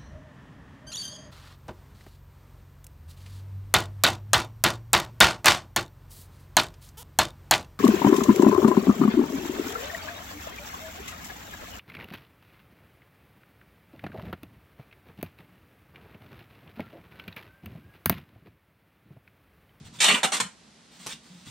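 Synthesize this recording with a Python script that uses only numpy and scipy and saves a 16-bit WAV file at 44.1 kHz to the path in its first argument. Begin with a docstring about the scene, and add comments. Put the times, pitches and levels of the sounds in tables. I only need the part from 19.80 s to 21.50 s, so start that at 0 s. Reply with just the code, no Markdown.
"""Pulling tape on a porch

Adhesive tape comes off its roll under a porch roof: one long rasping rip, then three short tugs.
The glue lets go in tiny uneven slips that crackle, ring the taut strip and shake the hollow roll.
Later the tape snaps, peels a little more and is smoothed onto a plastic-wrapped block, with soft
crinkles and dull pushes of the hands. Short echoes follow it all, over a faint drone and hiss."""
import sys
import numpy as np
from scipy import signal
from scipy.fft import rfft, irfft
from scipy.io import wavfile

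SR = 44100
rng = np.random.default_rng(int(sys.argv[2]) if len(sys.argv) > 2 else 0)


def bounce(signal):
    """Save signal as a 16-bit WAV file at the path given by the first command-line argument."""
    frames = np.transpose(np.atleast_2d(signal))
    limited = np.clip(frames, -1, 1)
    pcm = np.round(limited * 32767).astype(np.int16)
    wavfile.write(sys.argv[1], SR, pcm)


N = 74970
TIME_S, FREQ_HZ = np.arange(N) / SR, np.fft.rfftfreq(2 * N, 1 / SR)
HAND_ATTACK_S = 0.012  # the hands press in more gently than the glue lets go
THREADS_PER_S, THREAD_SPREAD_DB = 12000, 2  # glue threads snapping between slips

# Tone of tape rubbing and peeling on the wrap: frequency_hz, relative_level_db
RUB_TONE = [(100, -40), (250, -11.5), (500, -7.5), (1200, -1.5), (2300, -2), (3600, 2), (6000, -4),
            (8700, -2.5), (10500, -19), (16000, -10)]


def gain(db):
    """Turns decibels into a number to multiply by."""
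    return 10 ** (np.asarray(db) / 20)


def normalise(x):
    """Scales a signal to an average power of 1."""
    return x / np.sqrt(np.mean(x ** 2) + 1e-20)


def look_up(table, hz):
    """Reads between the rows of a table, on a logarithmic frequency scale."""
    row_hz, values = np.transpose(table)
    return np.interp(np.log(hz + 1), np.log(row_hz + 1), values)


def colour(x, tone):
    """Shapes bass and treble to follow a tone table, with a filter of power 1."""
    cepstrum = irfft(np.log(normalise(gain(look_up(tone, FREQ_HZ)))))
    # Folding it in half makes the filter ring only after a click, never before.
    cepstrum[1:N] *= 2
    cepstrum[N + 1:] = 0
    return irfft(rfft(x, 2 * N) * np.exp(rfft(cepstrum)))[..., :N]


def resonate(x, hz, width_hz):
    """Rings at a steady or moving pitch; a narrower width rings longer."""
    spin = np.exp(2j * np.pi * np.cumsum(hz * np.ones(N)) / SR)
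    decay = np.exp(-np.pi * width_hz / SR)
    return 2 * (spin * signal.lfilter([1 - decay], [1, -decay], x / spin + 1e-18)).real


def diffuse_stereo(two_signals):
    """Makes left and right partly alike, as sound from all around is at two nearby points."""
    # How well the sides match: frequency_hz, likeness (1 = the same, 0 = unrelated)
    side_match = [(100, 0.96), (330, 0.9), (650, 0.49), (1400, 0.37), (3000, 0.81), (6500, 0.17),
                  (9000, -0.094), (15000, 0.032)]
    likeness = np.clip(look_up(side_match, FREQ_HZ), -1, 1)
    first, second = rfft(two_signals, 2 * N)
    mid, side = first * np.sqrt((1 + likeness) / 2), second * np.sqrt((1 - likeness) / 2)
    return irfft(np.array([mid + side, mid - side]))[:, :N]


def stroke(start_s, length_s, attack_s=0.00045, release_s=0.0061):
    """Loudness of one movement: it rises, holds, then dies away."""
    rise = np.clip((TIME_S - start_s) / attack_s, 0, 1)
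    return rise * np.exp(-np.maximum(TIME_S - start_s - length_s, 0) / release_s)


def tiny_clicks(per_s, spread_db):
    """Clicks of uneven size and sign, at random moments."""
    size = gain(spread_db * np.clip(rng.standard_normal(N), -2, 2))
    return normalise(size * rng.choice([-1, 1], N) * (rng.random(N) < per_s / SR))


def background_air():
    """A steady low drone and faint hiss."""
    # Tone of the air: frequency_hz, relative_level_db
    air_tone = [(25, -56), (60, -6.5), (110, -12), (160, -1), (220, 0.5), (300, -10), (550, -12.5),
                (750, -12.5), (2000, -16), (4500, -15), (9000, -22), (11500, -34), (14000, -50),
                (16000, -68)]
    noise = diffuse_stereo(rng.standard_normal((2, N)))
    return gain(-56) * normalise(colour(noise, air_tone))


def echo_pattern(early_db=-1.5, early_gap_s=0.0004, early_fade_s=0.0077, tail_db=-7, tail_gap_s=0.0062):
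    """Quick echoes from the bench and block, then a short tail from the roof."""
    # Time the tail takes to fade by 60 dB: frequency_hz, fade_s
    fade_times = [(150, 0.24), (600, 0.22), (2000, 0.24), (4000, 0.22), (8000, 0.25), (15000, 0.13)]
    early = rng.choice([-1., 1.], (2, N)) * (rng.random((2, N)) < 0.2)
    early *= np.exp(-TIME_S / early_fade_s) * (TIME_S > early_gap_s)
    bounces = rng.choice([-1., 1.], (2, N)) * (rng.random((2, N)) < 0.1) * (TIME_S > tail_gap_s)
    hz, seconds, bands = signal.stft(bounces, SR, nperseg=256)
    bands *= gain(-60 * seconds / look_up(fade_times, hz)[:, None])
    tail = signal.istft(bands, SR, nperseg=256)[1][:, :N]
    echoes = sum(gain(db) * part / np.linalg.norm(part, axis=1, keepdims=True)
                 for db, part in [(early_db, early), (tail_db, tail)])
    return diffuse_stereo(echoes)


def porch(x, echo_db=0, moves_per_s=9):
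    """Direct sound plus two echo patterns that trade places as the hands move."""
    # Tone of the sound that arrives without bouncing: frequency_hz, level_db
    direct_tone = [(100, -4), (700, -2.5), (3000, -2.5), (6500, -2), (9000, -3), (15000, -23)]
    direct = irfft(rfft(x, 2 * N) * gain(look_up(direct_tone, FREQ_HZ)))[:N]
    angle = np.pi * moves_per_s * TIME_S
    echoes = sum(signal.fftconvolve((x * share)[None], echo_pattern(), axes=1)[:, :N]
                 for share in (np.cos(angle), np.sin(angle)))
    return direct + gain(echo_db) * echoes


def rubbing():
    """Tape crinkles finely as it is lightly peeled and rubbed on the wrap."""
    # Light rubs: start_s, length_s, level_db
    rubs = [(0.04, 0.034, -52.5), (0.127, 0.046, -51), (1.105, 0.071, -57.5), (1.184, 0.11, -50),
            (1.282, 0.044, -41), (1.422, 0.37, -60), (1.651, 0.06, -51.5)]
    loudness = sum(gain(db) * stroke(start_s, length_s, HAND_ATTACK_S) for start_s, length_s, db in rubs)
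    return colour(tiny_clicks(per_s=5000, spread_db=0.5) * loudness, RUB_TONE)


def rising_zips(width_hz=300, octave_db=-7):
    """Snapping glue threads make a quick rising whistle as the tape lets go."""
    # Zips: start_s, length_s, from_hz, to_hz, level_db
    zips = [(1.3, 0.023, 1200, 2700, -46), (1.323, 0.008, 2900, 6000, -41)]
    out = np.zeros(N)
    for start_s, length_s, from_hz, to_hz, db in zips:
        threads = tiny_clicks(THREADS_PER_S, THREAD_SPREAD_DB)
        hz = np.exp(np.interp(TIME_S, [start_s, start_s + length_s], np.log([from_hz, to_hz])))
        whistle = resonate(threads, hz, width_hz) + gain(octave_db) * resonate(threads, 2 * hz, width_hz)
        out += gain(db) * stroke(start_s, length_s) * normalise(colour(whistle, RUB_TONE))
    return out


def hand_pushes(width_hz=95):
    """The block and the roll give dull hollow tones as the hands push on them."""
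    # Pushes: start_s, length_s, level_db, pitch_hz
    pushes = [(0.0, 0.016, -46, 156), (0.02, 0.056, -48.5, 95), (0.087, 0.1, -54.5, 151),
              (0.426, 0.014, -23.5, 735), (0.467, 0.015, -40.5, 772), (0.564, 0.1, -50, 167),
              (1.188, 0.053, -58.5, 161), (1.252, 0.029, -46.5, 161), (1.323, 0.026, -51, 155),
              (1.447, 0.18, -58, 173), (1.651, 0.026, -48, 118)]
    out = np.zeros(N)
    for start_s, length_s, db, hz in pushes:
        thud = resonate(resonate(rng.standard_normal(N), hz, width_hz), hz, width_hz)
        out += gain(db) * stroke(start_s, length_s, HAND_ATTACK_S) * normalise(thud)
    return out


def tape_snaps(rattle_s=0.0007, rattle_db=-3):
    """Each snap is one sharp click with a very short rattle of the plastic film."""
    # Snaps: start_s, level_db
    snaps = [(0.061, -38), (0.146, -38), (1.264, -13), (1.2688, -9), (1.2746, -18), (1.466, -37),
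             (1.669, -34), (1.678, -36)]
    # Tone of a snap: frequency_hz, relative_level_db
    snap_tone = [(100, -25), (500, 1.5), (4000, 0.5), (8500, -2.5), (11000, -6.5), (16000, -32)]
    out = np.zeros(N)
    for start_s, db in snaps:
        rattle = rng.choice([-1, 1], N) * (TIME_S > start_s) * np.exp(-abs(TIME_S - start_s) / rattle_s)
        out += gain(db + rattle_db) * rattle / np.linalg.norm(rattle)
        out[round(start_s * SR)] = -gain(db)  # the click itself
    return colour(out, snap_tone)


def glue_slips(per_s=850, jitter=0.35, spread_db=2, count=3000):
    """The glue sticks, then jumps across the tape's whole width: one click for each jump."""
    wait, size = np.clip(rng.standard_normal((count, 2)), -2, 2).T
    times_s = np.cumsum(np.exp(jitter * wait)) / per_s
    clicks = np.bincount((times_s * SR).astype(int), gain(spread_db * size), N)[:N]
    return normalise(clicks - clicks.mean())


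def tape_rips(thread_db=1, note_width_hz=2330):
    """Slips and snapping glue threads crackle, ring the strip, flutter the film and shake the roll."""
    # Surges of peeling: start_s, length_s, crackle_db, strip_db, film_db, roll_db, strip_pitch_hz
    surges = [(0.1865, 0.01, -45.5, -50.5, -56, -67, 3430), (0.2030, 0.04, -20, -34, -40.5, -46.5, 3960),
              (0.243, 0.0053, -19.5, -21, -26, -41, 3260), (0.257, 0.028, -27, -24, -29.5, -32, 3230),
              (0.283, 0.034, -26.5, -22, -24, -31.5, 2400), (0.323, 0.027, -30, -69, -32.5, -33.5, 2420),
              (0.343, 0.0057, -45, -21, -35, -46, 2690), (0.354, 0.034, -38.5, -46.5, -34.5, -45, 1860),
              (0.4313, 0.018, -22, -28.5, -22, -31.5, 3150), (0.5195, 0.033, -25, -46, -31.5, -39.5, 3260),
              (0.566, 0.0075, -29.5, -58, -33, -43, 3300), (0.6002, 0.0073, -23, -36, -24, -33, 2960)]
    # Steady pitches at which the taut strip rings: pitch_hz, width_hz, relative_level_db
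    strip_rings = [(1900, 260, -2), (2350, 150, 0), (2830, 180, -2), (3080, 120, -2), (3500, 160, -3),
                   (3740, 220, -4), (4350, 220, -4)]
    # Tones of the crackling glue, fluttering film and hollow roll: frequency_hz, relative_level_db
    crackle_tone = [(100, -48.5), (350, -9.5), (700, -2.5), (1300, -3.5), (2200, 5.5), (3700, 2), (5000, 0),
                    (6500, 0), (8700, 2), (10000, -6.5), (13000, -15.5), (16000, -27)]
    film_tone = [(100, -35.5), (280, -17), (400, 0.5), (520, -0.5), (630, -1.5), (770, -8), (1200, -2),
                 (1900, -0.5), (2600, -7), (6000, -37.5)]
    roll_tone = [(50, -22), (110, -29.5), (155, -4.5), (200, -6.5), (255, 1.5), (320, -3), (400, 4),
                 (600, -8.5), (1200, -25.5), (5000, -42)]
    glue = normalise(glue_slips() + gain(thread_db) * tiny_clicks(THREADS_PER_S, THREAD_SPREAD_DB))
    starts_s, lengths_s, *levels_db, pitches_hz = np.transpose(surges)
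    strokes = np.array([stroke(start_s, length_s) for start_s, length_s in zip(starts_s, lengths_s)])
    crackle_gain, strip_gain, film_gain, roll_gain = gain(levels_db) @ strokes  # sums over the surges
    # The strip's own broad note glides from the middle of one surge to the next.
    pitch_hz = np.interp(TIME_S, starts_s + lengths_s / 2, pitches_hz)
    note = resonate(resonate(glue, pitch_hz, note_width_hz), pitch_hz, note_width_hz)
    strip = normalise(sum(gain(db) * resonate(note, hz, width_hz) for hz, width_hz, db in strip_rings))
    crackle = colour(glue * crackle_gain, crackle_tone)
    film = colour(glue * film_gain, film_tone)
    roll = colour(glue * roll_gain, roll_tone)
    return crackle + strip * strip_gain + film + roll


def scene():
    """The tape, a little right of centre, under the porch roof."""
    tape_and_hands = tape_rips() + rubbing() + rising_zips() + hand_pushes()
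    mix = porch(tape_and_hands) + porch(tape_snaps(), echo_db=0.5) + background_air()
    return mix * gain([[-0.5], [0.5]])  # left, right


def record(dry):
    """Cuts off the very highest treble."""
    low_pass = signal.firwin(511, cutoff=15800, window=("kaiser", 9), fs=SR)
    return signal.oaconvolve(dry, low_pass[None], "same")


dry = scene()
out = record(dry)
bounce(out)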